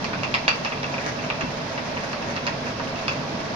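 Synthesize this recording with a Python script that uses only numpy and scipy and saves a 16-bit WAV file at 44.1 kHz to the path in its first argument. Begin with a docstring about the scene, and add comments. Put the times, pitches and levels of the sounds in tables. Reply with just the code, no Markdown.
"""A water mill's runner stone turns in a small plastered room: shaped noise makes the rumble of stone on stone.
Dense random clicks make the crushed grain, and steady shaped noise makes the water rushing below.
The wooden clapper that shakes the feed chute rides on the stone: decaying tones and short noise bursts
make its uneven knocks, their strong echoes and the light chatter in between.
Knocks and grain reach the right microphone first; the left one is duller."""
import sys
import numpy as np
from scipy import signal
from scipy.fft import rfft, irfft, next_fast_len
from scipy.io import wavfile
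from scipy.ndimage import map_coordinates

SR = 44100
rng = np.random.default_rng(int(sys.argv[2]) if len(sys.argv) > 2 else 0)


def to_wav(s):
    """Save 16-bit WAV."""
    ch = np.atleast_2d(s).T  # columns
    pcm = np.round(np.clip(ch, -1, 1) * 32767)  # PCM
    wavfile.write(sys.argv[1], SR, pcm.astype(np.int16))


N = 156555  # length of the scene in samples


def amp(db):
    """Turn decibels into a plain multiplier."""
    return 10 ** (np.asarray(db) / 20)


def unit(x):
    """Scale x to an rms of 1."""
    return x / np.sqrt(np.mean(x ** 2) + 1e-20)


def along(points, hz):
    """Read a curve of (pitch_hz, value) points, joined by straight lines on a log pitch axis."""
    point_hz, values = np.transpose(points)
    return np.interp(np.log(hz + 1), np.log(point_hz + 1), values)


def wobble(rate):
    """A smooth random curve through `rate` random points a second."""
    return map_coordinates(rng.standard_normal(1000), [np.arange(N) * rate / SR], mode="wrap")


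def filtered(x, response):
    """Multiply the spectrum of x by a response, a function of frequency in Hz."""
    size = next_fast_len(N + SR // 2)
    hz = np.fft.rfftfreq(size, 1 / SR)
    return irfft(rfft(x, size) * response(hz), size)[..., :N]


def coloured(x, points):
    """Shape the tone of x by (pitch_hz, level_db) points, with a filter that never sounds early."""
    size = 2048
    level = amp(along(points, np.fft.rfftfreq(size, 1 / SR)))
    # Folding the cepstrum forward in time gives the minimum-phase filter.
    cepstrum = irfft(np.log(level))
    cepstrum[1:size // 2] *= 2
    cepstrum[size // 2 + 1:] = 0
    impulse = irfft(np.exp(rfft(cepstrum)))
    return signal.fftconvolve(x, impulse)[:len(x)]


# How alike a wide sound is at left and right: pitch_hz, likeness (1 same, 0 unrelated)
LIKENESS = [(60, .995), (110, .99), (170, .95), (290, .7), (490, .74), (830, .42), (1410, -.08),
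            (2400, -.06), (4000, 0)]


def spread(pair, response):
    """Mix two unrelated noises into left and right, alike in the bass and unrelated in the treble, at rms 1."""
    def mid_and_side(hz):
        angle = np.arccos(np.clip(along(LIKENESS, hz), -1, 1)) / 2
        return response(hz) * np.array([np.cos(angle), np.sin(angle)])

    mid, side = filtered(pair, mid_and_side)
    return unit(np.array([mid + side, mid - side]))


def add(track, start_s, sound):
    """Lay a sound on the track from start_s seconds."""
    part = track[..., max(round(start_s * SR), 0):][..., :sound.shape[-1]]
    part += sound[..., :part.shape[-1]]


# How long the room rings on at each pitch: pitch_hz, time_to_fall_60_db_s
ROOM_DECAY = [(200, 0.16), (1300, 0.2), (2700, 0.28), (5000, 0.25), (10000, 0.058)]
# Early echoes off the walls, before each is shifted slightly at random: delay_s, level_db
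WALL_ECHOES = [(.0042, -3), (.0075, -3), (0.0135, -8), (0.016, -11), (0.024, -12.5)]
ROOM_DB, ROOM_BUILD_S, LEFT_LAG_S = -1.5, 0.0027, 0.00026


def in_room(x, wet_db=0):
    """Place a sound in the room: direct sound, separate wall echoes, then a tail of decaying noise."""
    hz, t, noise = signal.stft(rng.standard_normal((2, SR // 4)), SR, nperseg=256)
    decay = amp(-60 * t / along(ROOM_DECAY, hz)[:, None])
    build = 1 - np.exp(-t / ROOM_BUILD_S)
    tail = signal.istft(noise * decay * build, SR, nperseg=256)[1]
    answer = amp(ROOM_DB + wet_db) * tail / np.linalg.norm(tail[0])
    # The direct sound reaches the right side first.
    answer[0, round(LEFT_LAG_S * SR)] += 1
    answer[1, 0] += 1
    for delay_s, level_db in WALL_ECHOES:
        arrival_s = delay_s + rng.normal(0, .0003, 2)  # a little different at each side
        answer[[0, 1], np.abs(arrival_s * SR).astype(int)] += amp(level_db + wet_db)
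    return signal.fftconvolve(x[None], answer, axes=1)


# Tone of the rumble, before it is set to rms 1: pitch_hz, level_db (per Hz)
RUMBLE_TONE = [(20, -16), (33, -15.5), (46, -29), (65, -13), (100, -4.5), (170, -1.5), (250, -3), (330, -7),
               (600, -17.5), (1500, -20), (5000, -78)]
# Resonances of stones, casing and chute, relative to each other: pitch_hz, width_hz, level_db
STONE_MODES = [(95, 21, -29), (139.9, 5.1, 0), (245, 17, -4), (316, 43, -15.5), (431.3, 35, -8.5),
               (544.8, 12.8, -4.5), (594.3, 26, -7), (661.8, 12.2, -1), (782, 45, -18), (943.5, 58, -10),
               (1126, 16, -8.5), (2418, 15, -13), (2678, 21, -12)]
# How the rumble swells and sinks; its average is taken off: time_s, level_db
DRAG_LEVEL = [(0.0, -32), (0.72, -36.5), (1.41, -33.5), (1.44, -28.5), (1.538, -35.5), (3.39, -32)]
RUMBLE_DB, STONES_DB = -35.5, -34


def millstones():
    """Stone drags over stone: a broad rumble and the resonances that it stirs."""
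    def resonances(hz):
        total = 0
        for k, (pitch_hz, width_hz, level_db) in enumerate(STONE_MODES):
            damping = 1j * hz * width_hz
            mode = damping / (pitch_hz * pitch_hz - hz * hz + damping)
            total = total + (-1) ** k * amp(level_db) * mode  # neighbours have opposite signs
        return total

    drag_db = np.interp(np.arange(N) / SR, *np.transpose(DRAG_LEVEL))
    rumble = spread(rng.standard_normal((2, N)), lambda hz: amp(along(RUMBLE_TONE, hz)))
    ring = spread(rng.standard_normal((2, N)), resonances)
    rumble_db = RUMBLE_DB + drag_db - drag_db.mean() + 0.91 * wobble(19)
    ring_db = STONES_DB + 0.23 * wobble(8.16)
    return amp(rumble_db) * rumble + amp(ring_db) * ring


# Tone of the cracking grain, before it is set to rms 1: pitch_hz, level_db (per Hz)
GRIT_TONE = [(40, -49), (150, -35), (300, -3), (600, -1), (1100, -4.5), (2000, -2), (2650, -13.5),
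             (3200, -18), (6000, -8.5), (12000, -15)]
GRIT_DB, GRAINS_PER_S, GRAIN_SPREAD_DB = -38, 700, 6


def grit():
    """Grain cracks densely between the stones: random clicks of uneven strength, heard in the room."""
    happens = rng.random(N) < GRAINS_PER_S / SR
    direction = rng.choice([-1, 1], N)
    cracks = happens * direction * amp(GRAIN_SPREAD_DB * rng.standard_normal(N))
    heard = in_room(coloured(cracks, GRIT_TONE))[:, :N]
    return amp(GRIT_DB + 3.0 * wobble(17)) * unit(heard)


# Tone of the rushing water, before it is set to rms 1: pitch_hz, level_db (per Hz)
WATER_TONE = [(100, -7), (350, -5.5), (600, 9), (1000, 1.5), (1500, -1.5), (2100, -4), (2650, -8.5),
              (3100, -4.5), (4200, -4), (5200, -4), (6500, -10.5), (14000, -15)]
WATER_DB = -32


def water():
    """The mill race rushes steadily: wide, shaped noise with a very slight wobble in level."""
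    rush = spread(rng.standard_normal((2, N)), lambda hz: amp(along(WATER_TONE, hz)))
    return amp(WATER_DB + 0.08 * wobble(7.15)) * rush


# The clapper's ringing modes, typical values that vary by blow: pitch_hz, level_db, time_to_fall_60_db_s
WOOD_MODES = [(1248, -20, 0.085), (1720, -21, 0.022), (2596, -10.5, 0.036), (2686, -8.5, 0.047),
              (3350, -16.5, 0.038)]
# A mode whose share depends on where the wood is struck: pitch_hz, level_db, time_to_fall_60_db_s
STRIKE_PLACE_MODE = (2425, -10.5, 0.033)
# Modes that only hard blows ring, beating with their neighbours: pitch_hz, level_db, time_to_fall_60_db_s
HARD_BLOW_MODES = [(4530, -4, 0.07), (4600, -6, 0.055), (2790, -12, 0.09)]
# Tone of the dull body of a knock, before it is set to equal energy: pitch_hz, level_db
BODY_TONE = [(30, -66), (200, -42), (450, -5.5), (900, 6), (1300, 5), (1700, 0), (2400, 0), (4000, -33.5),
             (9000, -75)]
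# Tone of the crack of a knock, before it is set to equal energy: pitch_hz, level_db
CRACK_TONE = [(30, -85), (300, -48), (1000, -14), (2000, -12), (3000, 9), (3600, 8.5), (5000, 11.5),
              (6200, 4.5), (7500, 1.5), (9000, -12), (14000, 0)]
RING_DB, BODY_DB, CRACK_DB = 0.5, 9.5, 7.5
RING_ROOM_DB, CRACK_ROOM_DB = -7, -4  # ring and crack are heard more directly than the dull body
DETUNE = 0.0031  # share by which each mode's pitch varies from blow to blow
HARD_DB, HARD_GROWS = -1, 2.2  # strength of a hard blow; extra dB of its modes per dB of strength
SCUFF_DB, SCUFF_T60_S = -10, .009  # the brief scrape that follows each contact


def ringing(modes, t):
    """Add up fading sine tones, each slightly varied in level and pitch."""
    total = 0
    for pitch_hz, level_db, t60_s in modes:
        fade = amp(level_db + rng.normal(0, 1) - 60 * t / t60_s)
        total = total + fade * np.sin(2 * np.pi * pitch_hz * rng.normal(1, DETUNE) * t)
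    return total


def knock(strength_db, low_db, body_db, crack_db):
    """One blow of wood on stone: ringing modes, plus a click and scrape shaped into a dull body and a crack."""
    t = np.arange(SR // 10) / SR
    hard_db = HARD_GROWS * (strength_db - HARD_DB)
    ring = ringing(WOOD_MODES, t)
    ring = ring + amp(low_db) * ringing([STRIKE_PLACE_MODE], t)
    ring = ring + amp(hard_db) * ringing(HARD_BLOW_MODES, t)

    scuff = amp(SCUFF_DB - 60 * t / SCUFF_T60_S) * rng.standard_normal(len(t))
    contact = (t == 0) + scuff
    body = coloured(contact, BODY_TONE)
    crack = coloured(contact, CRACK_TONE)
    body = body / np.linalg.norm(body)
    crack = crack / np.linalg.norm(crack)

    blow = amp(RING_DB) * in_room(ring, RING_ROOM_DB)
    blow += amp(BODY_DB + body_db) * in_room(body)
    blow += amp(CRACK_DB + crack_db) * in_room(crack, CRACK_ROOM_DB)
    return amp(strength_db) * blow


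# Knocks, and strong wall echoes some 13 ms after several of them; the last three levels add to the strength:
# start_s, strength_db, low_mode_db, body_db, crack_db
CLAPPER_KNOCKS = [(0.0437, -20.5, 3, 3, 11), (0.1326, -25, 3, 10.5, 6), (0.2333, -17.5, 2, 4, 6.5),
                  (0.2454, -17.5, -6, -3, -2), (0.3411, -10.5, 2, -3, 4.5), (0.3473, -17.5, 1, 8.5, 10),
                  (0.4799, -4.5, 1.5, -3.5, 3.5), (0.4924, -18.5, 4, 4, 2), (0.511, -16.5, 0, -1, -8),
                  (0.6486, -20.5, -4.5, 9, 11.5), (0.6617, -15, -12, -8, -17), (0.7215, -19.5, 0, 4, -14),
                  (0.7750, -24, -7, -7, -11), (0.8311, -24.5, -7, 5.5, 10), (0.8426, -16, -15, -5, -12),
                  (0.941, -26, 11, 10, -2), (0.9810, -27.5, 11.5, 7, -6), (1.191, -25.5, -3, 2, -9),
                  (1.2395, -26, -3, 3, -2), (1.3011, -17.5, 8, 3, 3), (1.4094, -19.5, 3, 3, 3),
                  (1.4222, -23, -12, -4, -2), (1.7774, -24.5, -7, 9, 2), (1.97, -27.5, 0, 11, 2),
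                  (2.1308, -25.5, 6, 7.5, 7), (2.225, -26, -5, -5, -2), (2.364, -24, -8, 8, 11),
                  (2.375, -19.5, -12, -13, -13), (2.4674, -23, -3, 10, 17), (2.476, -19.5, -8, 6, 2.5),
                  (2.668, -28, -6, 7, 2), (2.797, -26.5, -3, 11, 3), (2.872, -27, -4, -8, -4),
                  (2.959, -26, -8, -1, 3), (2.991, -27, -8, -5, 9), (3.081, -12, -14, -0.5, 5.5),
                  (3.093, -16, -12, -8, -4)]
CHATTER_PER_S, CHATTER_DB, CHATTER_SPREAD_DB = 16, -37, 2


def clapper():
    """The clapper rides on the stone: knocks and their strong echoes at set times, light taps at random."""
    out = np.zeros((2, N))
    for start_s, *blow in CLAPPER_KNOCKS:
        add(out, start_s, knock(*blow))
    # One tap falls somewhere in each equal slice of time.
    for k in range(int(CHATTER_PER_S * N / SR)):
        strength_db = rng.normal(CHATTER_DB, CHATTER_SPREAD_DB)
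        tap = knock(strength_db, rng.normal(0, 3), body_db=-8, crack_db=3.5)
        add(out, (k + rng.random()) / CHATTER_PER_S, tap)
    return out


def scene():
    """The whole mill: stones, grain, water and clapper together."""
    return millstones() + grit() + water() + clapper()


# Tone of the left microphone: pitch_hz, level_db
LEFT_MIC_TONE = [(150, -.3), (280, 0), (450, -2.5), (750, -4), (1100, -1), (1600, 1), (2500, 1.5),
                 (3200, -3), (4000, -10), (5300, -13), (7000, -11), (8500, -4)]
# Treble roll-off of the whole sound: pitch_hz, level_db
TREBLE_TONE = [(5500, 0.5), (6600, -2.5), (7000, -10.5), (7400, -12), (7900, -29.5), (8600, -17),
               (14000, -27)]
TOP_HZ = 14500


def record(dry):
    """Dull the left microphone, roll off the treble of both channels, and remove all from TOP_HZ up."""
    left = coloured(coloured(dry[0], LEFT_MIC_TONE), TREBLE_TONE)
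    right = coloured(dry[1], TREBLE_TONE)
    return filtered(np.array([left, right]), lambda hz: hz < TOP_HZ)


dry = scene()
out = record(dry)
to_wav(out)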